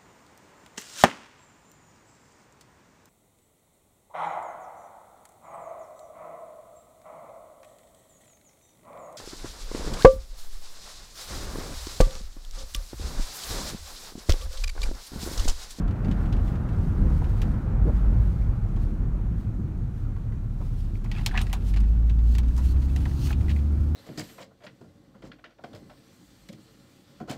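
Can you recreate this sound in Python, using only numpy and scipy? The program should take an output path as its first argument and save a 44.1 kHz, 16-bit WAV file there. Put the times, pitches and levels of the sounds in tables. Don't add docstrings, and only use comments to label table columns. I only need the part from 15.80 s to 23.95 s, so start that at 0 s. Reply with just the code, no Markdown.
import sys
import numpy as np
from scipy import signal
from scipy.fft import rfft, irfft, next_fast_len
from scipy.io import wavfile
from scipy.ndimage import uniform_filter1d, map_coordinates

SR = 44100
rng = np.random.default_rng(int(sys.argv[2]) if len(sys.argv) > 2 else 0)


def volts_from_db(level):
    exponent = np.asarray(level, float) / 20
    return 10 ** exponent


def transcribe(signal):
    frames = np.atleast_2d(signal).T
    limited = np.clip(frames, -1, 1)
    pcm = np.round(limited * 32767).astype(np.int16)
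    wavfile.write(sys.argv[1], SR, pcm)


N = 359415

# [t/s, firing rate f/Hz, level/dB]
ENGINE = [(0, 37.8, -38), (3, 36, -29.5), (4, 36.02, -35), (5.1, 33.68, -27.5), (5.4, 35.75, -29.5),
          (5.6, 39.87, -23), (5.8, 46.64, -25.5), (6, 50.8, -18), (6.15, 55.43, -19), (6.3, 55.85, -20.5),
          (6.5, 56.58, -18.5), (6.7, 59.75, -19), (6.9, 63.9, -22), (7.1, 67.4, -23), (7.5, 70.8, -26.5),
          (7.7, 72.15, -23), (7.9, 72.7, -21.5), (8.15, 75.3, -22)]
# [multiple of the firing rate, level/dB]
ORDERS = [(3.5, -20), (1.5, -24), (2, -7), (2.5, -24), (3, -14.5), (4, -20), (4.5, -23), (5, -27)]
# [f/Hz, width/Hz, level/dB]
AIR_MODES = [(108, 14, 2.5), (168, 14, 6), (220, 14, 3), (265, 34, 5.5), (335, 40, 5.5)]

# [t/s, level/dB]
TYRE_ROAR = [(0, -45), (.4, -43), (1, -46), (2.1, -45.5), (2.6, -49.5), (3.1, -50.5), (3.85, -54.5),
             (4.35, -55), (4.7, -57), (5.2, -56), (5.6, -54), (6.3, -56), (7.5, -51), (8.15, -53.5)]
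# [t/s, level/dB, length/s, f/Hz]
JOLTS = [(0.052, -18.5, 0.061, 41.8), (0.393, -22.5, 0.67, 41.61), (.75, -29, 0.19, 43.1),
         (1.31, -20, 0.17, 40.9), (1.63, -23.5, 0.24, 41), (1.768, -32, 0.2, 35.8),
         (1.955, -17, 0.11, 47.73), (2.154, -21, 0.4, 52.5), (2.446, -18.5, 0.22, 53.4),
         (2.726, -24.5, 0.42, 50.4), (3.004, -29, 1, 37.13), (3.386, -23, 0.32, 52.5)]
# [t/s, level/dB, length/s]
HEAVES = [
    (.6, -21.5, 0.36),
    (1.27, -19, 0.44),
    (2.15, -26, .4),
    (2.72, -19, 0.2),
    (3.0, -30, 0.41),
    (4.47, -37, 0.21),
    (5.47, -26, 0.72),
    (6.13, -21.5, 0.79),
    (6.85, -19, 0.92),
    (7.4, -25, 0.88),
]
# [t/s, level/dB, length/s]
COARSE_PATCHES = [
    (.12, -25.5, 0.07),
    (.33, -28, 0.16),
    (1.1, -27.5, 0.31),
    (1.5, -20.5, 0.38),
    (2.1, -26, 0.66),
    (2.5, -22.5, 0.64),
    (2.95, -31, 0.11),
    (4.04, -24.5, 0.071),
    (5.67, -26.5, 0.097),
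    (7.4, -25.5, 1.033),
]
# [t/s, level/dB, length/s]
ROAD_JOINTS = [
    (0, -24, 0.026),
    (.29, -25.5, 0.068),
    (1.05, -30, 0.15),
    (1.25, -28.5, 0.26),
    (1.8, -34.5, .25),
    (2.07, -29, 0.13),
    (3.0, -37, 0.19),
    (3.45, -34.5, 0.61),
    (3.8, -33, 0.12),
    (5.15, -33, 0.087),
]
# [f/Hz, level per Hz/dB]
BOOM_TONE = [(11, -28), (18, -6), (43, -3), (90, -6), (120, -37.5), (200, -120)]
DRONE_TONE = [(38, 1), (65, -1), (76, -1.5), (108, 2), (160, -17), (210, -22.5), (350, -120)]
BODY_TONE = [(76, -15.5), (130, 0), (157, -1.5), (193, -1.5), (258, -9), (365, -16), (398, -18.5),
             (450, -30), (520, -26.5), (680, -53), (1140, -120)]
TYRE_TONE = [(250, -11), (420, -2.5), (453, 0), (507, -2.5), (573, -4.5), (740, -4.5), (1060, -8.5),
             (1380, -8.5), (1600, -13), (1990, -18.5), (4000, -38), (5200, -71), (8800, -120)]

# [t/s, level/dB, length/s]
RUBS = [(0, -65, .05), (.42, -62.5, 0.52), (.68, -60, 0.17), (1.03, -62.5, 0.37), (1.37, -60.5, 0.52),
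        (1.62, -61.5, 0.39), (2.17, -62.5, 0.2), (2.46, -64, 0.67), (3.02, -64.5, 0.26),
        (3.61, -65.5, 0.09), (4.2, -68, .15), (4.4, -76, 0.17), (4.85, -64.5, 0.22), (5, -60.5, 0.2),
        (5.17, -65, 0.099), (5.4, -58.5, 0.18), (5.68, -62, 0.65), (5.89, -51.5, 0.067), (6.1, -65.5, 0.19),
        (6.3, -63.5, .15), (6.5, -64, 0.13), (6.68, -63, .06), (6.77, -59.5, 0.22), (6.855, -52, 0.072),
        (6.97, -65, 0.13), (7.02, -61, 0.064), (7.1, -63, 0.11), (7.22, -56.5, 0.3), (7.4, -60, 0.15),
        (7.61, -60, 0.091), (7.71, -57.5, 0.29), (8, -64, 0.96)]
# [f/Hz, level per Hz/dB]
CLOTH_TONE = [(1500, -11), (2500, -2.5), (4200, -3.5), (5200, -5), (7000, -8.5), (9300, -9), (10500, -10),
              (12000, -11), (14500, -15), (15900, -14)]
# [t/s, level/dB, length/s]
SLIDES = [
    (6.545, -54.5, 0.1),
    (6.92, -54, .16),
    (7.06, -56, .06),
    (7.33, -57.5, .2),
    (7.44, -61, 0.099),
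    (7.475, -44.5, 0.083),
    (7.515, -46.5, 0.094),
]
# [f/Hz, width/Hz, level/dB]
WEAVE = [(2900, 620, 1.5), (4300, 600, 3.5), (6200, 1500, 0.5), (8900, 1100, -3), (12300, 3300, -3.5),
         (15000, 2500, -10.5)]

# [t/s, peak level/dB, panel knock/dB, bright edge/dB]
BUCKLES = [(1.6175, -30, -14, -9.5), (5.243, -44, -1, -3), (5.3153, -27.5, -18, -34.5),
           (5.4097, -40, -7, -25), (5.4621, -13, -20, -6.5), (5.5752, -21, -29, -40),
           (5.5914, -24.5, -18, -27), (5.6148, -23.5, -21, -7.5), (5.668, -35.5, -25, -20),
           (5.7295, -23.5, -6, -3.5), (5.6965, -42, -10, -10), (5.606, -33, -18, -20),
           (5.716, -51, -17, -15), (5.9384, -33.5, -21, -32), (5.9622, -33, -9, -17),
           (5.9704, -33, -12, -15.5), (6.003, -40.5, -15, -1), (6.297, -35.5, -14, -27.5),
           (6.551, -30, -14, -12), (6.5834, -28, -15, -4.5), (6.765, -43.5, -10, 2.5), (6.777, -44, 4.5, 5),
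           (7.162, -31, -19, -3), (7.2546, -33.5, -19, -25), (7.5289, -30, -25, -31),
           (7.6826, -40, -14, -18), (7.6954, -34, -26, -25), (7.7034, -32, -19, -26),
           (7.7145, -32, -25, -22)]
# [t/s, peak level/dB, bright edge/dB]
CLAWS = [(.0792, -42.5, -23), (0.1096, -41, -27), (.1595, -53, -25), (.2468, -39, -20), (.2826, -43, -25),
         (.3132, -34.5, -20), (.4309, -48, -25), (.4574, -43, -22), (0.5264, -34, -23), (0.566, -42, -25),
         (.595, -47, -20), (.6789, -43, -20), (.7267, -48, -25), (.7555, -42.5, -20), (.8884, -44, -23),
         (0.9270, -47, -25), (1.4428, -41.5, -25), (1.654, -51, -8), (2.6204, -50, -26), (2.887, -58, -2),
         (2.9632, -43.5, -19), (5.518, -48, -3), (5.641, -50, 0), (6.0347, -44.5, -25), (6.3884, -44, -25),
         (6.632, -45, -12), (6.683, -46, -4), (6.9626, -45, -20), (7.0203, -43, -25), (7.085, -49, -20),
         (7.506, -44, -9), (7.61, -43, -14), (7.7625, -49, 0), (7.789, -44, -28), (8.0346, -54, -18)]
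# [t/s, peak level/dB, ring f/Hz, panel knock/dB]
TRIM_TAPS = [(4.362, -51, 1980, 8), (4.523, -47, 1650, -4), (5.1545, -45, 2300, -14),
             (5.26, -41, 1985, -19), (5.348, -42, 2360, -22), (5.364, -37, 2400, -12),
             (5.391, -42, 1900, 1), (5.512, -32, 1670, -19), (5.525, -48, 1900, 6), (5.543, -35, 1650, 7),
             (5.549, -43, 1850, 5), (5.5538, -26.5, 1910, -21), (5.562, -26, 1879, -5),
             (5.567, -35, 1800, 3), (5.576, -15, 2560, -18), (5.579, -17.5, 1780, -22),
             (5.606, -42, 1900, 8), (5.621, -40.5, 2760, 0), (5.669, -40, 1960, -16),
             (5.715, -48, 2006, -14), (7.162, -32.5, 1940, -14), (7.255, -35, 1967, 2.5),
             (7.311, -45.5, 1929, 0), (7.506, -30.5, 1630, -4), (7.683, -40, 1890, -27),
             (7.694, -36.5, 2601, -22), (7.699, -36, 1920, -23), (7.702, -44, 2656, -22),
             (7.7628, -39.5, 2300, -17)]
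# [t/s, peak level/dB, f/Hz, t60/s]
PAWS = [(1.418, -33, 750, 0.04), (2.05, -27, 260, 0.058), (2.066, -26, 380, 0.07),
        (2.075, -27.5, 448, 0.05), (2.078, -39, 800, .04), (2.093, -28, 433, 0.035),
        (2.095, -28, 228, 0.044), (2.117, -45, 680, 0.043), (2.966, -41.5, 850, .035),
        (4.801, -40, 670, 0.072), (4.813, -43.5, 848, 0.064), (5.247, -42, 835, 0.046),
        (5.262, -46.5, 900, 0.036), (5.41, -42, 900, .04), (5.47, -38, 870, 0.06), (5.528, -40, 900, .07),
        (5.62, -40, 880, .05)]
# [t/s, level/dB, length/s]
DRAGS = [(5.265, -65, .05), (5.35, -48, 0.044), (5.385, -47, 0.08), (5.49, -47, 0.07), (5.55, -47, 0.058),
         (5.6, -45, 0.065), (5.7, -58, 0.15), (5.95, -63, .7), (6.56, -61, 0.5), (6.9, -63, .4),
         (7.25, -59, 0.4), (7.48, -41.5, 0.058), (7.7, -53, 0.036)]
# [f/Hz, width/Hz, level/dB]
TRIM_MODES = [(880, 110, -6), (1240, 420, -21), (1800, 900, -5), (2590, 180, 4), (3550, 1100, -1.5)]
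# [f/Hz, level per Hz/dB]
STRAP_TONE = [(450, -47), (700, 1), (1000, 3.5), (3000, -10.5), (5000, -13), (8000, -17.5)]
# [t/s, level/dB]
JINGLES = [
    (5.518, -59),
    (5.614, -45.5),
]
# [f/Hz, level/dB, t60/s]
TAG_MODES = [(4500, -6, .09), (5464, -3, .06), (6223, -10, .07), (8820, -0.5, .11), (10130, -9, .06),
             (10900, -9, .055), (11870, -11, .08), (13650, -14, .046)]

# [f/Hz, level per Hz/dB]
HISS_TONE = [(1470, -15.5), (2500, 0.5), (2600, -5.5), (3600, -7), (4500, -7), (4790, -12), (6140, -8.5),
             (9610, -15), (10500, -13.5), (11800, -13.5), (15900, -21)]

CRUISE_DB = -50
BOOM_DB, DRONE_DB, BODY_DB = -34.5, -30.5, -35.5
BOOM_GROWS, DRONE_GROWS, BODY_GROWS = 0.18, 0.19, 0.62
EDGE_DB, RISE_SHARE = 9.5, 0.48
SLIDE_SHARE = 0.88
CRACK_HZ, BRIGHTER = 2410, 0.12
CRACK_T60, LONGER = 0.047, 0.35
CLAW_KNOCK_DB = -8.5
HISS_DB = -69
PORT_HZ, PORT_WIDTH_HZ, PORT_DIP = 10440, 790, 0.45
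TOP_HZ, SKIRT_HZ = 15880, 130


def engine():
    hz, db = curves(ENGINE)
    turn = 2 * np.pi * np.cumsum(hz * (1 + 0.0029 * wobble(11.0))) / SR
    note = volts_from_db(db + 0.89 * wobble(4.5)) * np.sqrt(2) * np.sin(turn)
    octaves = np.log2(hz / 68)
    revs_db = -23.5 + np.minimum(12 * octaves, -20 * octaves)
    upper = np.zeros(N)
    for k, order_db in ORDERS:
        air_db = -3.5
        for mode_hz, width, mode_db in AIR_MODES:
            air_db = air_db + mode_db * np.abs(resonance(k * hz, mode_hz, width)) ** 2
        level = volts_from_db(order_db + air_db + 2.0 * wobble(3.2))
        upper += level * np.sin(k * turn + rng.uniform(0, 2 * np.pi))
    return note + volts_from_db(revs_db) * upper


def road():
    tyre_db, = curves(TYRE_ROAR)
    fast_db = tyre_db - CRUISE_DB
    bumps = wobble(11)
    pulling = np.clip((curves(ENGINE)[0] - 38) / 14, 0, 1)

    boom = swells(HEAVES, BOOM_DB + BOOM_GROWS * fast_db) * rush(BOOM_TONE, patchy_db=-0.8)
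    boom *= volts_from_db(-3.5 - 2.7 * pulling + 1.5 * bumps)
    drone = swells(COARSE_PATCHES, DRONE_DB + DRONE_GROWS * fast_db) * rush(DRONE_TONE, patchy_db=-1.06)
    drone *= volts_from_db(-2.5 * pulling + 0.45 * bumps)
    body = swells(ROAD_JOINTS, BODY_DB + BODY_GROWS * fast_db + 0.25 * pulling)
    body *= volts_from_db(1.04 * bumps + 0.49 * wobble(25)) * rush(BODY_TONE, patchy_db=0.3)
    tyres = volts_from_db(tyre_db + 0.5 * bumps + 0.2 * wobble(30)) * rush(TYRE_TONE, patchy_db=0.92)
    return shudder() + boom + drone + body + tyres


def shudder():
    t = np.arange(N) / SR
    uneven_t = np.cumsum(1 + 0.0417 * wobble(14)) / SR
    rings = np.zeros(N)
    for s, db, length, hz in JOLTS:
        rings += volts_from_db(db) * swell(s, length, t) * np.sin(2 * np.pi * hz * uneven_t)
    return volts_from_db(-1.6 + 1.65 * wobble(11)) * np.sqrt(2) * rings


def cloth():
    slips = volts_from_db(0.4 * wobble(30) + 1.1 * wobble(160)) * rush(CLOTH_TONE, patchy_db=1.0)
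    return swells(RUBS, base_db=-84) * unit(slips)


def slides():
    def weave(f):
        return np.sqrt(sum(np.abs(volts_from_db(db) * resonance(f, hz, width)) ** 2 for hz, width, db in WEAVE))

    slips = volts_from_db(0.8 * wobble(120)) * rush([(1500, -20.5), (2500, 2), (16000, -3.5)], patchy_db=2.0)
    return swells(SLIDES, base_db=-100, share=SLIDE_SHARE) * unit(filtered(slips, weave))


def clicks():
    out = np.zeros(N + SR)
    claws = [(s, db, CLAW_KNOCK_DB, edge_db) for s, db, edge_db in CLAWS]
    for s, db, low_db, edge_db in [*BUCKLES, *claws]:
        hz = CRACK_HZ * volts_from_db(BRIGHTER * (db + 42))
        t60 = CRACK_T60 * volts_from_db(LONGER * (low_db + 19.0))
        reach = 9000 * volts_from_db(0.28 * (db + 36.0))
        body = burst(t60 * 0.95, 0.00023, lambda f: resonance(f, hz, 2700) * resonance(f, 0.82 * hz, 2500))
        edge = burst(t60 * 0.76, 0.00026, lambda f: resonance(f, 5600, 5800) * resonance(f, 6000, reach))
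        air = burst(t60 * 0.35, 0.0002, lambda f: resonance(f, 13000, 6000) ** 2)
        knock = volts_from_db(low_db + 3.5) * hollow(t60 * 1.5)
        bright = volts_from_db(edge_db + 2.5) * (edge + volts_from_db(-12.5) * air)
        add_at(out, s, volts_from_db(db - 1.0) * (body + knock + bright))
    return out[:N]


def knocks():
    out = np.zeros(N + SR)
    for s, db, hz, low_db in TRIM_TAPS:
        def trim(f):
            narrow = resonance(f, hz, 340) * resonance(f, hz, 900)
            return narrow + 0.043 * resonance(f, 2930, 1800) ** 2

        ring = burst(0.024, 0.00025, trim)
        add_at(out, s, volts_from_db(db) * (ring + volts_from_db(low_db) * hollow(0.081)))
    return out[:N]


def hollow(t60):
    return burst(t60, 0.00088, lambda f: resonance(f, 817, 350) * resonance(f, 1100, 1100))


def thuds():
    out = np.zeros(N + SR)
    for s, db, hz, t60 in PAWS:
        puff = burst(t60, 0.0034, lambda f: resonance(f, hz, 0.76 * hz) ** 3)
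        add_at(out, s, volts_from_db(db) * puff)
    return out[:N]


def scrape():
    def trim(f):
        modes = enumerate(TRIM_MODES)
        return sum((-1) ** k * volts_from_db(db) * resonance(f, hz, width) for k, (hz, width, db) in modes)

    grains = volts_from_db(4.6 * wobble(280)) * rush(STRAP_TONE, patchy_db=1.5)
    return swells(DRAGS, base_db=-95) * unit(filtered(grains, trim))


def tag():
    out = np.zeros(N + SR)
    t = np.arange(SR // 4) / SR
    for s, db in JINGLES:
        for hz, mode_db, t60 in TAG_MODES:
            add_at(out, s, volts_from_db(db + mode_db - 60 * t / t60) * np.sin(2 * np.pi * hz * t))
    return out[:N]


def cabin(x):
    t = np.arange(SR // 4) / SR
    turns = np.arange(5)[:, None]
    tails = rng.standard_normal((len(turns), len(t))) * volts_from_db(-60 * t / 0.076)
    tails /= np.linalg.norm(tails[0])
    parts = x * (np.arange(N) // 700 % len(turns) == turns)
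    return x + volts_from_db(-8.5) * signal.fftconvolve(parts, tails, axes=1)[:, :N].sum(axis=0)


def hiss():
    return volts_from_db(HISS_DB) * rush(HISS_TONE, patchy_db=0.9)


def unit(x):
    return x / np.sqrt(np.mean(x ** 2) + 1e-20)


def curves(rows):
    s, *cols = np.transpose(rows)
    return [np.interp(np.arange(N) / SR, s, c) for c in cols]


def wobble(rate):
    knots = rng.standard_normal(int(N * rate / SR) + 4)
    return map_coordinates(knots, [np.arange(N) * rate / SR])


def rush(spectrum, patchy_db):
    z = signal.stft(rng.standard_normal(N + 8192), nperseg=512)[2]
    field = uniform_filter1d(rng.standard_normal(z.shape), size=5, axis=0)
    field = uniform_filter1d(field, size=10, axis=1)
    x = signal.istft(z * volts_from_db(patchy_db * unit(field)), nperseg=512)[1]
    m = next_fast_len(len(x))
    f, db = np.transpose(spectrum)
    log_f = np.log(np.fft.rfftfreq(m, 1 / SR) + 1)
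    gain = volts_from_db(np.interp(log_f, np.log(f + 1), db, -120, -120))
    return unit(irfft(rfft(x, m) * gain, m)[:N])


def resonance(f, hz, width):
    return 1j * f * width / (hz * hz - f * f + 1j * f * width)


def filtered(x, response):
    m = next_fast_len(N + 8192)
    return irfft(rfft(x, m) * response(np.fft.rfftfreq(m, 1 / SR)), m)[..., :N]


def burst(t60, rise, response):
    t = np.arange(8192) / SR
    x = rng.standard_normal(len(t)) * volts_from_db(-60 * t / max(t60, 0.01)) * (1 - np.exp(-t / rise))
    x[round(rise * SR)] += 11 * np.exp(-rise / 0.00045)
    x = irfft(rfft(x) * response(np.fft.rfftfreq(len(t), 1 / SR)))
    return x / np.abs(x).max()


def add_at(out, s, sound):
    out[round(s * SR):][:len(sound)] += sound


def swell(s, length, t, share=RISE_SHARE):
    share = np.clip(share, 0.05, 0.95)
    away = np.maximum((s - t) / share, (t - s) / (1 - share))
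    return volts_from_db(-EDGE_DB * away / max(length, 0.02))


def swells(rows, base_db, share=RISE_SHARE):
    t = np.arange(0, N + 64, 64) / SR
    power = sum((volts_from_db(db) * swell(s, length, t, share)) ** 2 for s, db, length in rows)
    return np.sqrt(volts_from_db(base_db) ** 2 + np.interp(np.arange(N) / SR, t, power))


def scene():
    contacts = clicks() + knocks() + thuds() + scrape() + tag()
    near = cloth() + slides() + cabin(contacts)
    return (engine() + road() + near + hiss())[None]


def roll_off(x):
    return signal.sosfilt(signal.butter(12, 16540, fs=SR, output="sos"), x)


def record(dry):
    def port(f):
        notch = 1 - PORT_DIP * resonance(f, PORT_HZ, PORT_WIDTH_HZ)
        return notch * np.clip((TOP_HZ - f) / SKIRT_HZ, 0, 1) ** 2

    return roll_off(filtered(dry, port))


dry = scene()
out = record(dry)
transcribe(out)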